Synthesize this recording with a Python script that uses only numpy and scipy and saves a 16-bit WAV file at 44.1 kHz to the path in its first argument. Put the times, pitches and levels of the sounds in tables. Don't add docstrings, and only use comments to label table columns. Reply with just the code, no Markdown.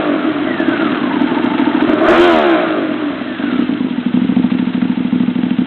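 import sys
import numpy as np
from scipy import signal
from scipy.fft import rfft, irfft, next_fast_len
from scipy.io import wavfile
from scipy.ndimage import uniform_filter1d

SR = 44100
rng = np.random.default_rng(int(sys.argv[2]) if len(sys.argv) > 2 else 0)


def int16_out(signal):
    q = np.round(np.clip(np.atleast_2d(signal).T, -1, 1) * 32767)
    wavfile.write(sys.argv[1], SR, q.astype(np.int16))


N = 249606
TIME = np.arange(N) / SR
IDLE_CYCLES_PER_S = 13.1
SECOND_CYLINDER_PHASE = 270 / 720

# time_s, pitch_hz
PIPE_RESONANCE = [(0, 299.7), (.8, 297), (1.3, 273), (1.8, 294.7), (2.1, 340), (2.4, 337.6), (3.3, 268),
                  (3.7, 266), (4.1, 229.4), (5.6, 229.4)]
# time_s, opening_share
THROTTLE_OPENING = [(1.81, 0), (1.89, 0.3), (2.0, 0.4), (2.14, 0.9), (2.2, 0.55), (2.31, 0.3), (2.37, 0)]
# time_s, distance_share
MIC_RETREAT = [(2.65, 0.14), (3.25, 0.53), (3.55, 0.68), (3.85, 0.88), (5.66, 1.05)]
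# frequency_hz, density_db
RASP_SPECTRUM = [(150, 4), (300, 14.5), (480, -2.5), (680, 3), (860, -3.5), (1050, -3), (1320, 1.5),
                 (1600, -0.5), (2000, -8.5), (2600, -16.5)]
# frequency_hz, density_db
CLATTER_SPECTRUM = [(1500, -0.5), (2100, 4.5), (2450, 0.5), (2750, 4.5), (2950, 1), (3200, 4), (3500, 0),
                    (3900, -1.5), (4200, -15)]


def from_db(db):
    return 10 ** (np.asarray(db) / 20)


def unit_rms(x):
    return x / np.sqrt(np.mean(x ** 2) + 1e-20)


def level_out(x):
    return x / np.sqrt(np.abs(uniform_filter1d(x * x, size=SR // 7)) + 1e-12)


def in_time(curve):
    return np.interp(TIME, *np.transpose(curve))


def db_at(spectrum, frequency):
    frequencies, db = np.transpose(spectrum)
    return np.interp(np.log(frequency), np.log(frequencies), db)


def drift(rate_hz):
    return unit_rms(np.interp(TIME * rate_hz, np.arange(4096), rng.standard_normal(4096)))


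def coloured(x, spectrum):
    size = next_fast_len(N)
    hz = np.arange(1, size // 2 + 2) * SR / size
    roll_off = np.sqrt((1 + (spectrum[0][0] / hz) ** 8) * (1 + (hz / spectrum[-1][0]) ** 8))
    shaped = rfft(x, size) * from_db(db_at(spectrum, hz)) / roll_off
    return unit_rms(irfft(shaped, size)[:N])


def noise(spectrum):
    return coloured(rng.standard_normal(N), spectrum)


def resonator(x, hz, width_hz, order):
    pole = np.exp(-np.pi * width_hz / SR)
    carrier = np.exp(2j * np.pi * np.cumsum(hz + np.zeros(N)) / SR)
    baseband = x / carrier + 1e-18
    impulse_response = signal.unit_impulse(SR // 10)
    for _ in range(order):
        baseband = signal.lfilter([1], [1, -pole], baseband)
        impulse_response = signal.lfilter([1], [1, -pole], impulse_response)
    return -np.real(baseband * carrier) / impulse_response.max()


def decay(impulses, decay_s):
    return signal.lfilter([1], [1, -np.exp(-1 / (decay_s * SR))], impulses + 1e-18)


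def cycle_gate(crank, phase, decay_cycles):
    return np.exp(-((crank - phase) % 1) / decay_cycles)


def firings(crank, speed, firing_db, misfire_db=-10.5, same_stroke_s=.01):
    misfires = [0.865, 0.955, 0.973, 1.695, 3.358, 3.642, 3.785, 3.935, 4.005, 4.087, 4.465, 4.695, 4.922,
                5.074, 5.305, 5.535]
    # start_s, level_db
    loud_firings = [(0.4177, -13), (0.446, -10.5), (0.468, -8.5), (0.504, -8), (0.5974, -5.5),
                    (0.654, -11.5), (0.716, -8.5), (0.737, -13.5), (0.792, -11.5), (0.8075, -9.5),
                    (0.826, -9), (0.902, -8.5), (0.925, -6), (1.0132, -8), (1.0345, -5), (1.071, -8),
                    (1.093, -6.5), (1.1384, -8.5), (1.1636, -8), (1.238, -5.5), (1.3632, -5.5),
                    (1.619, -8.5), (1.7714, -7.5), (1.819, -2), (1.842, -3.5), (1.8745, -12),
                    (1.8915, -4.5), (1.93, -4), (1.953, -9), (1.979, -5.5), (3.393, -10.5), (3.4344, -7.5),
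                    (3.452, -10), (3.522, -6), (3.554, -10.5), (3.5885, -3), (3.618, -3), (3.689, -5),
                    (3.7231, -6), (3.803, -5), (3.842, -7), (3.905, -9.5)]
    scatter_db = np.interp(speed / IDLE_CYCLES_PER_S, [1, 2], [1.88, 4.5])
    strength_db = firing_db + scatter_db * rng.standard_normal(N)
    impulses = np.zeros((3, N))
    for cylinder, (phase, cylinder_db) in enumerate([(0, 0), (SECOND_CYLINDER_PHASE, -2.5)]):
        strokes = np.flatnonzero(np.diff(np.floor(crank - phase)))
        impulses[cylinder, strokes] = from_db(strength_db[strokes] + cylinder_db)
    for time_s in misfires:
        impulses[:, np.abs(TIME - time_s) < same_stroke_s] *= from_db(misfire_db)
    for start_s, level_db in loud_firings:
        impulses[:, np.abs(TIME - start_s) < same_stroke_s] = 0
        impulses[-1, round(start_s * SR)] = from_db(level_db)
    return impulses


def with_echoes(x):
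    # delay_s, gain_db
    echoes = [(0.0158, -10), (0.0208, -11.6), (0.0277, -12.4), (0.0444, -15.8)]
    return x + sum(from_db(db) * np.interp(TIME - delay_s, TIME, x, left=0) for delay_s, db in echoes)


def thumps(first, second, loud, second_pitch_ratio=1.075, second_lag_s=.0037):
    widths_hz = [116, 185, 145]
    # pitch_hz, width_hz, level_db
    pipe_modes = [(62, 35, -38.5), (112.4, 12, -36.5), (324.4, 15, -27.5), (482.7, 75, -22.5),
                  (820, 260, -23), (1350, 110, -45)]
    pipe_hz = in_time(PIPE_RESONANCE)
    second = np.pad(second, (round(second_lag_s * SR), 0))[:N]
    strikes = zip((first, second, loud), (1, second_pitch_ratio, 1), widths_hz)
    boom = sum(resonator(hits, pipe_hz * ratio, width_hz, order=4) for hits, ratio, width_hz in strikes)
    modes = sum(from_db(db) * resonator(first + second + loud, hz, width_hz, order=2)
                for hz, width_hz, db in pipe_modes)
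    radiation = signal.butter(2, 45, "high", fs=SR, output="sos")
    return with_echoes(signal.sosfilt(radiation, boom + modes))


def bark(impulses, turbulence=0.97):
    gas = decay(impulses, decay_s=0.0053) * rng.standard_normal(N)
    excitation = unit_rms(impulses) + turbulence * unit_rms(gas)
    return level_out(with_echoes(resonator(excitation, hz=633.0, width_hz=79, order=2)))


def drone(crank, speed, roughness=0.16, jitter=0.022, pipe_lift_db=18, pipe_half_width_hz=31.8):
    # frequency_hz, level_db
    formants = [(110, -13), (160, -23.5), (200, -16.5), (235, -11.5), (270, -19), (350, -11.5),
                (410, -15.5), (480, -16), (580, -12), (680, -8.5), (800, -18), (950, -20.5), (1200, -16.5)]
    # harmonic_number, level_db
    harmonics = [(2, -21.5), (3, 2), (4, -1.5), (5, 2), (6, 1), (7, 1.5), (8, 5.5), (9, 2.5), (10, 0.5),
                 (11, 1.5), (12, 4), (13, -3)]
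    pipe_hz = in_time(PIPE_RESONANCE)
    unrest = 1 + in_time(THROTTLE_OPENING)
    tone, power = 0, 0
    for k in np.arange(2, 17):
        lift_db = pipe_lift_db / (1 + ((k * speed - pipe_hz) / pipe_half_width_hz) ** 2)
        gain = from_db(db_at(formants, k * speed) + db_at(harmonics, k) + lift_db)
        angle = 2 * np.pi * (k * crank + rng.random()) + jitter * k * unrest * drift(70)
        tone += gain * (1 + roughness * drift(55)) * np.sin(angle)
        power += gain ** 2 / 2
    return tone / np.sqrt(uniform_filter1d(power, size=SR // 8))


def rasp(crank, flutter_db=1.3):
    first_puff = 0.29 * cycle_gate(crank, phase=-0.0013, decay_cycles=0.02)
    second_puff = 0.3 * cycle_gate(crank, SECOND_CYLINDER_PHASE, decay_cycles=0.032)
    flow = 2.0 + first_puff + second_puff
    return level_out(noise(RASP_SPECTRUM) * flow * from_db(flutter_db * drift(70)))


def growl(crank, cycle_correlation=.8, points_per_cycle=256):
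    # frequency_hz, gain_db
    ripple_spectrum = [(650, 8), (800, 1.5), (900, 0.5), (1050, 4), (1320, 7), (1600, 2.5), (2100, -6.5),
                       (2450, -4.5), (2800, -36.5), (3300, -29)]
    fresh = rng.standard_normal((int(crank[-1]) + 2, points_per_cycle))
    cycles = signal.lfilter([1], [1, -cycle_correlation], fresh, axis=0).ravel()
    ripple = np.interp(crank * points_per_cycle, np.arange(cycles.size), cycles)
    return level_out(coloured(ripple, ripple_spectrum))


def clatter(crank, scatter_db=2.3):
    # phase_cycles, level_db
    valves = [(.8, 4), (0.96, 5), (0.3, 7.5)]
    taps = sum(cycle_gate(crank, phase, decay_cycles=.08) * from_db(db + scatter_db * drift(25))
               for phase, db in valves)
    return level_out(noise(CLATTER_SPECTRUM) * (1.9 + taps))


def knocks(impulses, light_db=-26.5, attack_s=.0006):
    # start_s, level_db, decay_s
    hard_knocks = [(0.918, -15.5, 0.0044), (1.346, -14.5, 0.0057), (1.579, -12, 0.013),
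                   (1.807, -14, 0.0087), (1.922, -28, 0.0046), (1.9844, -17.5, 0.0046),
                   (4.502, -21.5, 0.017), (4.585, -16.5, 0.0061), (4.734, -17.5, .008),
                   (4.816, -17.5, 0.0052), (5.4315, -22, 0.0038), (5.5056, -15, 0.0015), (5.584, -21, .004)]
    envelope = from_db(light_db) * decay(impulses, decay_s=0.015)
    for start_s, level_db, decay_s in hard_knocks:
        envelope += from_db(level_db) * decay(signal.unit_impulse(N, round(start_s * SR)), decay_s)
    envelope = decay(envelope, attack_s) / (attack_s * SR)
    knock_noise = from_db(-3.5) * noise(RASP_SPECTRUM) + from_db(-9) * noise(CLATTER_SPECTRUM)
    return signal.sosfilt(signal.butter(2, 450, "high", fs=SR, output="sos"), envelope * knock_noise)


def gear_whine(crank, speed, teeth_per_cycle=64.3, wander_hz=16, throttle_db=-40.5, retreat_db=-18.5):
    # frequency_hz, level_db
    gear_case = [(700, -47.5), (840, -26.5), (915, -22.5), (1050, -27), (1150, -32.5), (1350, -20),
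                 (1430, -25.5), (1520, -20.5), (1650, -25), (1900, -26.5), (2100, -34.5), (2400, -49.5),
                 (3500, -68.5)]
    drive_phase, idle_dip, blur_db, flutter_db = .15, .25, -4, 1.5
    compression = ((1 - np.cos(2 * np.pi * (crank - drive_phase))) / 2) ** 3
    dip = idle_dip * (IDLE_CYCLES_PER_S / speed) ** 4
    mesh_hz = teeth_per_cycle * speed * (1 + dip * (compression.mean() - compression))
    tone = np.sin(2 * np.pi * np.cumsum(mesh_hz + wander_hz * drift(160)) / SR)
    blur = from_db(blur_db) * unit_rms(resonator(rng.standard_normal(N), mesh_hz, width_hz=90, order=2))
    flutter = from_db(flutter_db * drift(45))
    level_db = db_at(gear_case, mesh_hz) + throttle_db * in_time(THROTTLE_OPENING)
    level_db += retreat_db * in_time(MIC_RETREAT)
    return from_db(level_db) * unit_rms((tone + blur) * flutter)


def cam_belts(crank, speed, jitter_rad=0.25, db_per_doubling=67.5):
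    chord = sum(from_db(level_db) * np.sin(2 * np.pi * teeth_per_cycle * crank + jitter_rad * drift(120))
                for teeth_per_cycle, level_db in [(32, -28.5), (36, -24.5)])
    return from_db(db_per_doubling * np.log2(speed / speed.max())) * chord


def source_levels_db(speed):
    # speed_cycles_per_s, firing_db, drone_db, bark_db, rasp_db, clatter_db
    closed_levels = [(14.6, -6, -20, -34, -18, -30.5), (16, -13, -20, -34, -19.5, -31.5),
                     (21.7, -11.5, 0.5, -25.5, -16, -28), (28.6, -21, -20, -26, -20, -32),
                     (46.4, -16, -15.5, -25, -21, -32.5), (60.3, -25, -13.5, -14.5, -16.5, -27.5),
                     (99, -40.5, -5, -23.5, -16, -21)]
    throttle_gains = [13, 0.98, 20, 7.4, 0.36]
    retreat_gains = [1.64, -10.5, -14.5, -13, -6.5]
    throttle, retreat = in_time(THROTTLE_OPENING), in_time(MIC_RETREAT)
    speeds, *sources = np.transpose(closed_levels)
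    return [np.interp(np.log(speed), np.log(speeds), closed_db) + throttle * open_db + retreat * far_db
            for closed_db, open_db, far_db in zip(sources, throttle_gains, retreat_gains)]


def scene(fuse_from_cycles_per_s=25.3, fuse_span_cycles_per_s=42):
    # time_s, speed_cycles_per_s
    engine_speed = [(0.0, 54.48), (0.35, 36.24), (0.62, 26.6), (0.9, 19.6), (1.1, 15.8), (1.21, 13.12),
                    (1.55, 12.97), (1.81, 13.38), (1.93, 26.98), (2.0, 43.96), (2.06, 57.92), (2.15, 81.4),
                    (2.196, 86.0), (2.262, 89.0), (2.39, 76.5), (2.484, 69.0), (2.66, 55.5), (3.05, 36.85),
                    (3.55, 21.04), (3.85, 15.78), (4.02, 12.04), (4.24, 13.56), (4.5, 13.02), (4.85, 13.29),
                    (5.1, 12.98), (5.66, 13.13)]
    time_s, cycles_per_s = np.transpose(engine_speed)
    speed = np.exp(np.interp(TIME, time_s, np.log(cycles_per_s)))
    crank = .425 + np.cumsum(speed) / SR
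    firing_db, drone_db, bark_db, rasp_db, clatter_db = source_levels_db(speed)
    fused = np.clip((speed - fuse_from_cycles_per_s) / fuse_span_cycles_per_s, 0, 1)
    first, second, loud = firings(crank, speed, firing_db)
    impulses = first + second + loud
    exhaust = thumps(first, second, loud)
    exhaust += from_db(bark_db) * np.sqrt(1 - .92 * fused) * bark(impulses)
    exhaust += from_db(drone_db) * np.sqrt(fused) * drone(crank, speed)
    periodic = 0.86 * fused * (1 - 0.22 * in_time(THROTTLE_OPENING))
    gas = from_db(rasp_db) * (np.sqrt(1 - periodic) * rasp(crank) + np.sqrt(periodic) * growl(crank))
    machinery = from_db(clatter_db) * clatter(crank) + knocks(impulses)
    machinery += gear_whine(crank, speed) + cam_belts(crank, speed)
    return (exhaust + gas + machinery)[None]


def record(dry, gain_db=0.78, ceiling=0.74, hardness=16, band_hz=4200, overload=.72, cutoff_hz=15900):
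    driven = dry * from_db(gain_db)
    rounded = driven / (1 + np.abs(driven / ceiling) ** hardness) ** (1 / hardness)
    narrow = signal.sosfilt(signal.ellip(10, .3, 80, band_hz, fs=SR, output="sos"), rounded)
    flattened = np.clip(narrow, -overload, overload)
    return signal.sosfilt(signal.cheby2(12, 70, cutoff_hz, fs=SR, output="sos"), flattened)


dry = scene()
out = record(dry)
int16_out(out)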